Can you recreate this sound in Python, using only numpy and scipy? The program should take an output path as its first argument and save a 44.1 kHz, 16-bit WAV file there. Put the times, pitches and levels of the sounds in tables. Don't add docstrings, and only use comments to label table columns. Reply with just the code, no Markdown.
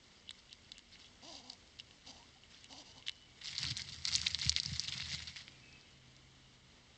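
import sys
import numpy as np
from scipy import signal
from scipy.fft import rfft, irfft, next_fast_len
from scipy.io import wavfile
from scipy.ndimage import uniform_filter1d

SR = 44100
rng = np.random.default_rng(int(sys.argv[2]) if len(sys.argv) > 2 else 0)


def materialize(psi):
    bounded = np.clip(np.atleast_2d(psi).T, -1, 1)
    quanta = np.round(bounded * 32767).astype(np.int16)
    wavfile.write(sys.argv[1], SR, quanta)


N = 307377
TIME = np.arange(N) / SR


def gain_of(db):
    return 10 ** (np.asarray(db) / 20)


def unit_rms(x):
    return x / np.sqrt(np.mean(x ** 2) + 1e-20)


def eq_gain(curve, hz):
    points_hz, db = np.transpose(curve)
    return gain_of(np.interp(np.log(hz + 1), np.log(points_hz + 1), db))


def eq(x, curve):
    size = next_fast_len(len(x) + 2048)
    return irfft(rfft(x, size) * eq_gain(curve, np.fft.rfftfreq(size, 1 / SR)), size)[:len(x)]


def noise(curve):
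    return unit_rms(eq(rng.standard_normal(N), curve))


def automation(rows):
    times, *columns = np.transpose(rows)
    return [np.interp(TIME, times, column) for column in columns]


def add(mix, start_s, sound):
    part = mix[max(round(start_s * SR), 0):][:len(sound)]
    part += sound[:len(part)]


def wander(count, rate_hz):
    knots = np.arange(count) * rate_hz / SR
    return np.interp(knots, np.arange(4096), rng.standard_normal(4096))


def whistles(rows, blur, blur_hz):
    out = np.zeros(N)
    for start, length, start_hz, end_hz, db in rows:
        count = int(length * SR)
        phase = 2 * np.pi * np.cumsum(np.linspace(start_hz, end_hz, count)) / SR
        waver = wander(count, blur_hz) * np.sin(phase) + wander(count, blur_hz) * np.cos(phase)
        note = unit_rms(np.sin(phase) + blur * waver)
        add(out, start, gain_of(db) * note * signal.windows.tukey(count, .4))
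    return out


def snap(hz, octaves, splinter_ms, low_cut_hz=1500, skirt=1.52, size=1024):
    t = np.arange(size) / SR
    freqs = np.fft.rfftfreq(size, 1 / SR) + 1
    splinters = rng.standard_normal(size) * np.exp(-t * 1e3 / max(splinter_ms, .05))
    force = 2 * splinter_ms * splinters / np.linalg.norm(splinters)
    force[0] += 1
    detune = np.log2(freqs / hz) / max(octaves, .1)
    log_body = -skirt * np.log(1 + detune ** 2 / skirt) - .5 * np.log(1 + (low_cut_hz / freqs) ** 4)
    cepstrum = irfft(np.maximum(log_body, log_body.max() - np.log(1000)))
    cepstrum[1:size // 2] *= 2
    cepstrum[size // 2 + 1:] = 0
    ring = irfft(rfft(force) * np.exp(rfft(cepstrum)))
    return ring / np.linalg.norm(ring)


def cracks(rows, trim_db, window_s=0.0021):
    out = np.zeros(N)
    for start, db, hz, octaves, splinter_ms in rows:
        gain = gain_of(db + trim_db) * np.sqrt(window_s * SR)
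        add(out, start - .0002, gain * snap(hz, octaves, splinter_ms))
    return out


def ticks(stir, start_s, end_s, per_s, above_stir_db, centre_hz, spread_db=3, spread_octaves=0.47):
    out = np.zeros(N)
    for k, (late, accent, pitch) in enumerate(rng.uniform(-1.3, 1, (160, 3))):
        at = start_s + (k + 1 + late) / per_s
        tick = snap(centre_hz * 2 ** (spread_octaves * pitch), octaves=0.45, splinter_ms=0.14)
        if at < end_s:
            add(out, at, gain_of(above_stir_db + spread_db * accent) * np.interp(at, TIME, stir) * tick)
    return out


def stone_echo(x, rock_db=-10, rock_decay_s=0.005, stones_db=-22, stones_decay_s=0.012):
    t = np.arange(SR // 16) / SR
    echo = np.zeros(len(t))
    for db, decay_s in (rock_db, rock_decay_s), (stones_db, stones_decay_s):
        scatter = rng.standard_normal(len(t)) * np.exp(-t / decay_s) * (t > .0008)
        echo += gain_of(db) * scatter / np.linalg.norm(scatter)
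    return x + signal.oaconvolve(x, echo)[:N]


# (frequency [Hz], gain [dB])
AIR_EQ = [(12, -51.5), (22, -8.5), (60, -5.5), (90, -4.5), (130, -13), (200, -8), (300, -13.5), (630, -18),
          (1580, -20.5), (2100, -19), (2920, -18.5), (3700, -17.5), (7400, -24), (9000, -38.5),
          (11700, -100)]


def forest_air(level_db=-65.5, waver_db=1.3):
    return gain_of(level_db + waver_db * wander(N, 13)) * noise(AIR_EQ)


# (frequency [Hz], base level [dB], swell depth [ratio])
HUM_PARTIALS = [(75.4, -79, 0.6), (129.3, -73, 1.1), (240, -82, -0.25), (301, -87, 0.7)]
# (time [s], gain [dB])
HUM_RIDE = [(0, -9), (2.5, -4), (5.4, 4), (6.3, 2.5), (6.97, -2.5)]


def engine_hum(drift_hz=12):
    swell_db, = automation(HUM_RIDE)
    out = np.zeros(N)
    for hz, db, depth in HUM_PARTIALS:
        waver = 1 + 0.42 * wander(N, drift_hz)
        tone = np.sin(2 * np.pi * hz * TIME + wander(N, drift_hz))
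        out += gain_of(db + depth * swell_db) * unit_rms(waver * tone)
    return out


def insects(hz=3010, level_db=-75, waver_db=1.0):
    band = [(hz * .8, -40), (hz * .92, -6), (hz, 0), (hz * 1.1, -6), (hz * 1.4, -40)]
    return gain_of(level_db + waver_db * wander(N, 4)) * noise(band)


# (time [s], length [s], start pitch [Hz], end pitch [Hz], level [dB])
BIRD_NOTES = [(2.6, 0.46, 2920, 3000, -72), (3.08, 0.11, 2990, 2936, -63), (3.2, 0.055, 2990, 2980, -67),
              (3.25, 0.13, 2260, 2300, -73), (5.49, 0.081, 2425, 2410, -67), (5.58, 0.19, 2284, 2330, -72),
              (5.6, 0.19, 2610, 2580, -64), (5.72, 0.14, 3130, 3020, -71), (5.84, 0.086, 2910, 2860, -69),
              (6.38, 0.14, 2880, 2890, -76.5)]


def birds(wet=0.66, t60_s=0.89):
    calls = whistles(BIRD_NOTES, blur=1.1, blur_hz=130)
    t = np.arange(SR // 2) / SR
    tail = rng.standard_normal(len(t)) * gain_of(-60 * t / t60_s)
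    reverb = signal.oaconvolve(calls, tail / np.linalg.norm(tail))[:N]
    return (calls + wet * reverb) / np.sqrt(1 + wet ** 2)


# (time [s], level [dB], brightness [relative])
STIR_RIDE = [(0, -68.5, -1), (2.2, -68, 0), (3.33, -68.5, -2), (3.41, -58.5, -3), (3.5, -49.5, 1),
             (4.02, -53, 4), (4.15, -44, 4), (4.34, -48, 3), (4.55, -53, 5), (4.7, -50, 2.5),
             (4.9, -50.5, -0.5), (5.09, -46, -1), (5.3, -54.5, 3), (5.55, -63, -3), (6.1, -67.5, -6),
             (6.97, -69.5, -7)]
# (time [s], length [s], level [dB], brightness [relative])
PAW_SCUFFS = [(0.33, 0.062, -63.5, 4), (0.911, 0.044, -62, -1), (0.987, 0.082, -65, 5),
              (1.787, 0.0072, -57.5, 0), (2.503, 0.11, -62, 0), (3.063, 0.0092, -53, 1),
              (3.412, 0.013, -50.5, -7), (3.442, 0.013, -44, 3.5), (3.58, 0.039, -45, 1),
              (3.628, 0.085, -42.5, 1), (3.764, 0.05, -47, -0.5), (4.072, 0.013, -38.5, 10.5),
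              (4.12, 0.022, -40.5, 7), (4.214, 0.052, -53.5, 10), (4.419, 0.0046, -35.5, -0.5),
              (4.442, 0.047, -43.5, 4), (4.569, 0.023, -46, -4), (4.629, 0.086, -48, 6.5),
              (4.875, 0.0053, -39.5, 0), (4.926, 0.023, -43.5, 0.5), (4.963, 0.053, -44.5, -4.5),
              (5.115, 0.035, -41.5, 3.5), (5.189, 0.04, -48.5, -5), (5.273, 0.025, -47, -4.5),
              (5.357, 0.061, -50.5, -2)]


def ground_stir(rise_s=0.0041, settle_s=0.015):
    bed_db, bed_brightness = automation(STIR_RIDE)
    power = gain_of(bed_db) ** 2
    weighted_brightness = power * bed_brightness
    for start, length, db, brightness in PAW_SCUFFS:
        attack = np.clip((TIME - start) / rise_s + .5, 0, 1)
        release = np.exp(-np.clip((TIME - start - length) / settle_s, 0, 20))
        scuff_power = (gain_of(db) * attack * release) ** 2
        power += scuff_power
        weighted_brightness += scuff_power * brightness
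    return np.sqrt(power), weighted_brightness / power


def leaf_grains(crispness, per_s=2200, spread_db=4.0, clump_db=5.5, pitch_count=24):
    hits = gain_of(spread_db * np.minimum(rng.exponential(1, N), 3.5)) * rng.choice([-1, 1], N)
    hits *= rng.random(N) < per_s / SR
    hits *= gain_of(clump_db * crispness ** 2 * np.minimum(wander(N, 90), 1.1))
    pitch_index = rng.integers(0, pitch_count, N)
    out = np.zeros(N)
    for k, hz in enumerate(np.geomspace(1500, 8000, pitch_count)):
        grain = np.sqrt(hz) * snap(hz, octaves=0.81, splinter_ms=0.45, low_cut_hz=497)
        out += signal.oaconvolve(hits * (pitch_index == k), grain)[:N]
    return unit_rms(out)


def touch_resonances(x, depth_db=2.0, frame=256):
    spectra = signal.stft(x, nperseg=frame)[2]
    patches = uniform_filter1d(rng.standard_normal(spectra.shape), size=3, axis=0)
    patches = uniform_filter1d(patches, size=7, axis=1)
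    return signal.istft(spectra * gain_of(depth_db * unit_rms(patches)), nperseg=frame)[1][:N]


# (frequency [Hz], gain [dB])
RUSTLE_EQ = [(250, -32.5), (450, -21.5), (700, -14.5), (1200, -13), (1730, -11.5), (2160, -0.5), (2450, -7),
             (3000, -3), (4400, -2), (5200, -4), (6200, -11), (7700, -13), (8400, -20), (9000, -40)]


def rustle(stir, brightness, fur_gain=0.76, trim_db=-0.1, hollow_db=-5.0, hollow_swing_db=2.5):
    crispness = np.interp(TIME, [3.45, 3.8, 4.7, 5.2], [0.87, 0.8, 0.99, 0.66])
    texture = crispness * leaf_grains(crispness) + fur_gain * rng.standard_normal(N)
    texture = unit_rms(eq(touch_resonances(texture), RUSTLE_EQ))
    hollow = eq(texture, [(1700, -41.5), (1950, -12.5), (2160, 0), (2300, 1.5), (2500, -37.0)])
    texture += (gain_of(hollow_db + hollow_swing_db * wander(N, 60)) - 1) * hollow
    treble = eq(texture, [(3000, -41.0), (3600, -11), (4400, 2.0), (5200, 7.5)])
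    lift = gain_of(0.29 * brightness)
    tilted = (texture + (lift - 1) * treble) / np.sqrt((1 + lift ** 2) / 2)
    return gain_of(trim_db) * stir * tilted


# (frequency [Hz], gain [dB])
ROCK_EQ = [(40, -26.5), (58, -34), (78, 4.5), (105, -6), (140, -1), (200, -10.5), (300, -25), (500, -35),
           (1000, -56.5)]


def paw_patter(stir, level_db=-58, usual_stir_db=-46, lag_s=0.0097):
    weight = np.interp(TIME - lag_s, TIME, stir / gain_of(usual_stir_db)) ** 0.48
    on_rock = np.interp(TIME, [3.42, 3.62, 5.18, 5.3, 5.5], [0.1, 1.0, 0.99, 0.6, 0.27])
    return gain_of(level_db) * weight * on_rock * noise(ROCK_EQ)


# (time [s], thud level [dB], mid-glide pitch [Hz], ring level [dB])
LANDINGS = [(3.637, -46.5, 128, -52), (3.71, -40, 116.6, -66), (3.91, -52.5, 125, -66),
            (4.177, -47, 110, -51), (4.31, -53.5, 111, -52.5), (4.459, -35, 125.6, -39.5),
            (4.655, -45, 137, -56), (4.68, -40, 105, -52), (4.718, -38, 130, -49.5),
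            (4.952, -50.5, 137, -66), (5.011, -57, 110, -52), (5.075, -58, 109, -58),
            (5.135, -45.5, 128, -65), (5.212, -56, 118, -57)]


def paw_thumps(thud_decay_s=0.013, sag=0.31, sag_s=0.024, rock_hz=79, ring_decay_s=0.051):
    out = np.zeros(N)
    t = np.arange(SR // 3) / SR
    thud = (1 - np.exp(-t / 0.008)) * np.exp(-t / thud_decay_s)
    ring = (1 - np.exp(-t / 0.014)) * np.exp(-t / ring_decay_s)
    glide = 1 + sag * (2 * np.exp(-t / sag_s) - 1)
    for start, thud_db, hz, ring_db in LANDINGS:
        phase = 2 * np.pi * np.cumsum(hz * glide) / SR
        add(out, start, gain_of(thud_db) * thud / thud.max() * np.sin(phase))
        add(out, start, gain_of(ring_db) * ring / ring.max() * np.sin(2 * np.pi * rock_hz * t))
    return out


# (time [s], length [s], start pitch [Hz], end pitch [Hz], level [dB])
SQUEAK_NOTES = [(2.192, 0.046, 910, 963, -67), (2.23, 0.027, 1030, 1090, -75),
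                (2.355, 0.028, 730, 812, -69.5), (2.985, .033, 960, 1040, -72.5),
                (3.655, 0.088, 285, 300, -63)]


def squeaks():
    return whistles(SQUEAK_NOTES, blur=0.18, blur_hz=80)


# (frequency [Hz], gain [dB])
THROAT_EQ = [(150, -21), (250, 6.5), (350, 0.5), (500, -2), (700, 4.5), (850, -2), (1030, -2.5),
             (1300, -16), (2000, -47), (4000, -63)]
RASP_EQ = [(200, -23), (400, -32), (560, -2), (830, 7), (1000, 1), (1200, -22), (1600, -21), (4000, -70)]
# (frequency [Hz], gain [dB])
HISS_EQ = [(900, -58), (1700, -17), (2200, -11.5), (2450, -13), (2850, 0.5), (3100, 1), (3400, -4.5),
           (3750, 0.5), (4250, -2.5), (4750, 5), (5050, 1), (5420, -9), (5850, 0), (6250, -8), (6550, -5.5),
           (7150, -14), (7600, -9.5), (8030, -31), (8300, -16), (9000, -32)]
# (time [s], length [s], top pitch [Hz], voice [dB], hiss [dB], roughness [0-1])
SYLLABLES = [(1.222, 0.14, 342, -57.5, -54, 0.24), (1.319, 0.1, 282, -61.5, -54, 0.33),
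             (1.405, 0.15, 255.7, -63.5, -60.5, 0.36), (2.06, 0.062, 268, -61.5, -52, 0.37),
             (2.11, 0.11, 251, -65, -61.5, 0.47), (2.695, 0.068, 274.4, -59, -55.5, 0.34),
             (2.752, 0.0823, 308.6, -60.5, -54, 0.35), (2.843, 0.087, 246, -70.5, -58.5, 0.5),
             (2.94, 0.067, 256, -64.5, -61.5, 0.38)]


def whines(rest_hz=228.6, peak_share=0.515, jitter=0.12, fade_s=0.0058, ends_db=-6):
    out = np.zeros(N)
    for start, length, top_hz, voice_db, hiss_db, rough in SYLLABLES:
        t = np.arange(0, length, 1 / SR)
        count = len(t)
        effort = np.sin(np.pi * np.interp(t / length, [0, peak_share, 1], [0, .5, 1]))
        hz = rest_hz + (top_hz - rest_hz) * effort ** 1.377
        phase = 2 * np.pi * np.cumsum(hz * (1 + jitter * rough * wander(count, 298))) / SR
        tone = np.zeros(count)
        for k in range(1, 8):
            smear = (k - 1) * rough * wander(count, 218)
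            tone += eq_gain(THROAT_EQ, k * hz) * np.sin(k * phase + smear)
        flutter = 1 + 0.55 * np.cos(phase)
        rasp = unit_rms(eq(flutter * rng.standard_normal(count), RASP_EQ))
        sputter = gain_of(2.1 * wander(count, 247))
        hiss = unit_rms(eq(flutter * sputter * rng.standard_normal(count), HISS_EQ))
        voice = unit_rms((1 - rough) * unit_rms(tone) + 1.23 * rough * rasp)
        envelope = np.minimum(np.minimum(t, length - t) / fade_s, 1) * gain_of(ends_db * (1 - effort))
        add(out, start, envelope * (gain_of(voice_db) * voice + gain_of(hiss_db) * hiss))
    return out


# (time [s], length [s], nut pitch [Hz], level [dB])
SCRAPES = [(0.274, 0.016, 3100, -61), (0.494, 0.0029, 3130, -57), (0.51, 0.017, 3230, -58.5),
           (0.651, 0.013, 3120, -67), (0.753, 0.008, 3100, -62), (0.768, 0.0065, 2950, -59),
           (0.923, 0.025, 4220, -59), (1.011, 0.014, 3660, -60.5), (1.041, 0.032, 3300, -60.5),
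           (2.635, 0.027, 3050, -62.5), (3.0645, 0.012, 3180, -53)]


def gnawing(slips_per_s=1100, width_octaves=0.19, shift_octaves=0.082, spots=6):
    out = np.zeros(N)
    for start, length, hz, db in SCRAPES:
        count = int(length * SR)
        travel = np.cumsum(slips_per_s * np.exp(0.78 * wander(count, 900))) / SR
        slips = np.diff(np.floor(travel), prepend=-1) * rng.uniform(0.44, 1, count)
        spot = rng.integers(0, spots, count)
        pitches = hz * 2 ** (shift_octaves * np.linspace(-1, 1, spots))
        rings = [snap(pitch, width_octaves, splinter_ms=0) for pitch in pitches]
        scrape = sum(np.convolve(slips * (spot == k), ring) for k, ring in enumerate(rings))
        add(out, start, gain_of(db) * np.sqrt(count) * scrape / np.linalg.norm(scrape))
    return out


# (time [s], level before EQ [dB], centre [Hz], width [octaves], splintering [ms])
NUT_CRACKS = [(0.293, -38, 3360, 0.25, 0.23), (0.3081, -44.5, 4060, 1, 0.81),
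              (0.3092, -41.5, 3600, 0.12, 0.1), (0.5293, -42.5, 4130, 0.43, 0.11),
              (0.7191, -40.5, 4340, 0.45, 0.21), (0.7202, -47, 3530, 0.089, 0.1),
              (0.782, -47, 4300, 0.98, 0.084), (0.7925, -51.5, 3600, 0.53, 0.095),
              (1.3266, -50, 4600, 0.27, 0.2), (1.353, -45, 4300, 0.21, 0.27), (1.366, -53, 4500, 0.26, 0.2),
              (1.4985, -45.5, 4270, 0.41, 0.28), (1.5008, -37.5, 4260, 0.29, 0.67),
              (1.533, -46.5, 5000, 0.38, 0.1), (1.7905, -48, 3500, 0.38, 0.55),
              (1.7984, -41.5, 3200, 0.23, 0.56), (1.799, -43, 5130, 0.16, 0.67),
              (1.8035, -53, 4000, 0.3, 0.3), (1.8068, -52, 3500, 0.3, 0.2),
              (1.9103, -53.5, 3340, 0.39, 0.195), (2.0734, -49, 4580, 0.25, 0.1),
              (2.436, -55.5, 2970, 0.26, 0.1), (2.5455, -52, 3600, 0.24, 0.79),
              (2.6437, -48.5, 4230, 0.7, 0.81), (2.7279, -49, 3600, 0.63, 0.1),
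              (2.9823, -51.5, 4140, 0.41, 0.2), (3.0254, -53, 3120, 0.4, 0.15),
              (3.067, -44, 3280, 0.36, 0.49), (3.076, -44, 4300, 0.52, 0.2), (3.084, -30, 3470, 0.37, 1),
              (3.0948, -33.5, 3470, 0.45, 0.11), (3.1172, -51, 4860, 0.37, 0.9)]
# (frequency [Hz], gain [dB])
KERNEL_EQ = [(1500, 8), (2300, 1), (3400, 1.5), (4900, -1), (5700, -6), (6400, -4), (7400, 5.5),
             (8600, -3.5)]


def nut_cracking(stir):
    bites = eq(cracks(NUT_CRACKS, trim_db=-0.5), KERNEL_EQ)
    return bites + gnawing() + ticks(stir, 0.4, 3.3, per_s=7, above_stir_db=27, centre_hz=3600)


# (time [s], level before EQ [dB], centre [Hz], width [octaves], splintering [ms])
CLAW_HITS = [(3.4386, -47, 3600, 0.66, 0.4), (3.4579, -43, 4200, 0.45, 0.3), (3.482, -52, 4000, 0.56, 0.2),
             (3.508, -48, 4160, 0.46, 0.44), (3.5307, -45.5, 2176, 0.77, 0.44),
             (3.5534, -42, 3990, 0.44, 0.11), (3.5637, -39, 4000, 0.25, 0.5),
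             (3.5816, -30, 4330, 0.33, 0.18), (3.5955, -42, 3200, 0.85, 0.34),
             (3.6175, -42, 5200, 0.6, 0.7), (3.631, -39, 4290, 0.3, 1), (3.6358, -37, 4600, 0.3, 0.5),
             (3.6403, -40, 4400, 0.4, 0.5), (3.643, -41, 2000, 0.57, 0.4), (3.6524, -32, 3400, 0.39, 0.4),
             (3.6664, -33.5, 4200, 0.22, 0.59), (3.673, -41, 4200, 0.24, 0.7),
             (3.7095, -35.5, 4230, 0.46, 0.8), (3.712, -36, 4400, 0.62, 0.77),
             (3.7197, -39, 3000, 0.37, 0.3), (3.769, -35, 3900, 0.39, 0.6), (3.7741, -35, 5800, 0.97, 0.9),
             (3.7797, -41, 5200, 0.78, 0.44), (3.8027, -41, 4400, 0.35, 0.6),
             (3.8192, -36.5, 4680, 0.31, 0.088), (3.8889, -42, 3870, 0.55, 0.56),
             (4.0534, -26.5, 4450, 0.49, 0.083), (4.0655, -38, 4250, 0.27, 0.23),
             (4.0762, -35, 4430, 0.25, 0.3), (4.0827, -31.5, 5100, 0.44, 0.3),
             (4.0874, -38, 4900, 0.37, 0.3), (4.0911, -39, 4800, 0.29, 0.3), (4.1157, -36, 4100, 0.4, 0.1),
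             (4.1275, -40, 3800, 0.56, 0.3), (4.1335, -32, 4300, 0.41, 0.18),
             (4.1408, -34, 5400, 0.7, 0.87), (4.146, -32, 4430, 0.26, 0.2), (4.1534, -22, 4200, 0.43, 0.15),
             (4.1599, -24.5, 6160, 0.43, 0.49), (4.1829, -37.5, 3400, 0.44, 0.36),
             (4.2163, -31.5, 4580, 0.62, 0.12), (4.253, -46, 4300, 0.4, 0.2),
             (4.2645, -32, 3760, 0.25, 0.46), (4.2678, -26.5, 2970, 0.43, 0.35),
             (4.2698, -23.5, 3700, 0.39, 0.3), (4.2815, -35.5, 5520, 0.4, 0.063),
             (4.347, -25.5, 3850, 0.33, 0.085), (4.3895, -38, 3790, 0.98, 0.12),
             (4.398, -38, 4500, 0.45, 0.34), (4.4478, -38, 4500, 0.35, 0.15),
             (4.455, -38, 4500, 0.62, 0.15), (4.4148, -34, 3800, 0.33, 0.33),
             (4.4184, -32.5, 4260, 0.25, 0.11), (4.4653, -33.5, 3170, 0.54, 0.17),
             (4.4735, -39, 4370, 0.25, 0.103), (4.4948, -20, 4580, 0.45, 0.09),
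             (4.4962, -25.5, 5000, 0.32, 0.62), (4.5195, -34.5, 3410, 0.53, 0.2),
             (4.5267, -37.5, 3220, 0.97, 0.087), (4.5642, -23, 3770, 0.43, 0.082),
             (4.6003, -27, 4430, 0.32, 0.1), (4.6339, -36, 4770, 0.4, 0.12),
             (4.6515, -41, 4200, 0.35, 0.29), (4.6604, -31.5, 4900, 0.27, 0.6),
             (4.6958, -44, 4200, 0.33, 0.3), (4.7325, -48, 4280, 0.44, 0.108), (4.787, -50, 5300, 0.2, 0.6),
             (4.7963, -26, 5200, 0.42, 0.25), (4.8027, -38, 5740, 0.26, 0.31),
             (4.8148, -51, 5670, 0.45, 0.112), (4.838, -39, 4550, 0.64, 0.13),
             (4.8487, -47, 4300, 0.37, 0.2), (4.8827, -34, 3600, 0.35, 0.089),
             (4.9233, -33.5, 3100, 0.41, 0.5), (4.925, -37.5, 3300, 0.54, 0.49),
             (4.9395, -37.5, 3390, 0.56, 0.7), (4.9798, -40, 4200, 0.4, 0.37),
             (4.9835, -43, 4450, 0.36, 0.54), (5.001, -39, 2500, 0.6, 0.2), (5.0061, -36, 4050, 0.26, 0.22),
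             (5.046, -53, 4550, 0.295, 0.3), (5.1227, -43, 4300, 0.35, 0.256),
             (5.142, -44, 4000, 0.36, 0.46), (5.1812, -47, 3190, 0.5, 0.22), (5.1927, -41, 3780, 0.2, 0.1),
             (5.204, -43, 2640, 0.85, 0.12), (5.2734, -41.5, 4200, 0.31, 0.5),
             (5.281, -41.5, 4440, 0.16, 0.7), (5.3613, -45, 2860, 0.72, 1), (5.3671, -40, 3300, 0.54, 1),
             (5.3947, -54, 2600, 0.6, 0.69), (5.4807, -44.5, 2930, 0.52, 0.9),
             (5.728, -56, 4700, 0.43, 0.53), (5.812, -59, 4600, 0.35, 0.46), (6.166, -56, 4490, 0.45, 0.6)]
# (frequency [Hz], gain [dB])
STONE_EQ = [(900, 14), (1500, 0), (2150, 3.5), (2800, -3), (4500, 1.5), (8000, -4)]


def claw_strikes(stir):
    hits = eq(cracks(CLAW_HITS, trim_db=0.3), STONE_EQ)
    return hits + ticks(stir, 5.6, 6.3, per_s=38, above_stir_db=16, centre_hz=3390)


def scene():
    voice = squeaks() + whines()
    far_birds = birds()
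    stir, brightness = ground_stir()
    teeth = nut_cracking(stir)
    claws = claw_strikes(stir)
    clicks = stone_echo(teeth, rock_db=-6, rock_decay_s=0.0014) + stone_echo(claws)
    ground = rustle(stir, brightness) + paw_patter(stir) + paw_thumps()
    ambience = forest_air() + engine_hum() + insects() + far_birds
    return (ambience + ground + voice + clicks)[None]


def record(dry, cutoff_hz=8990):
    housing_eq = [(1800, 0.91), (2200, 3), (2330, 1.5), (2440, -5),
                  (2650, 0.38), (2900, -0.9), (8100, -0.13), (9000, -14)]
    low_pass = signal.firwin(301, cutoff_hz, window=("kaiser", 8), fs=SR)
    return signal.oaconvolve(eq(dry[0], housing_eq), low_pass, "same")[None]


dry = scene()
out = record(dry)
materialize(out)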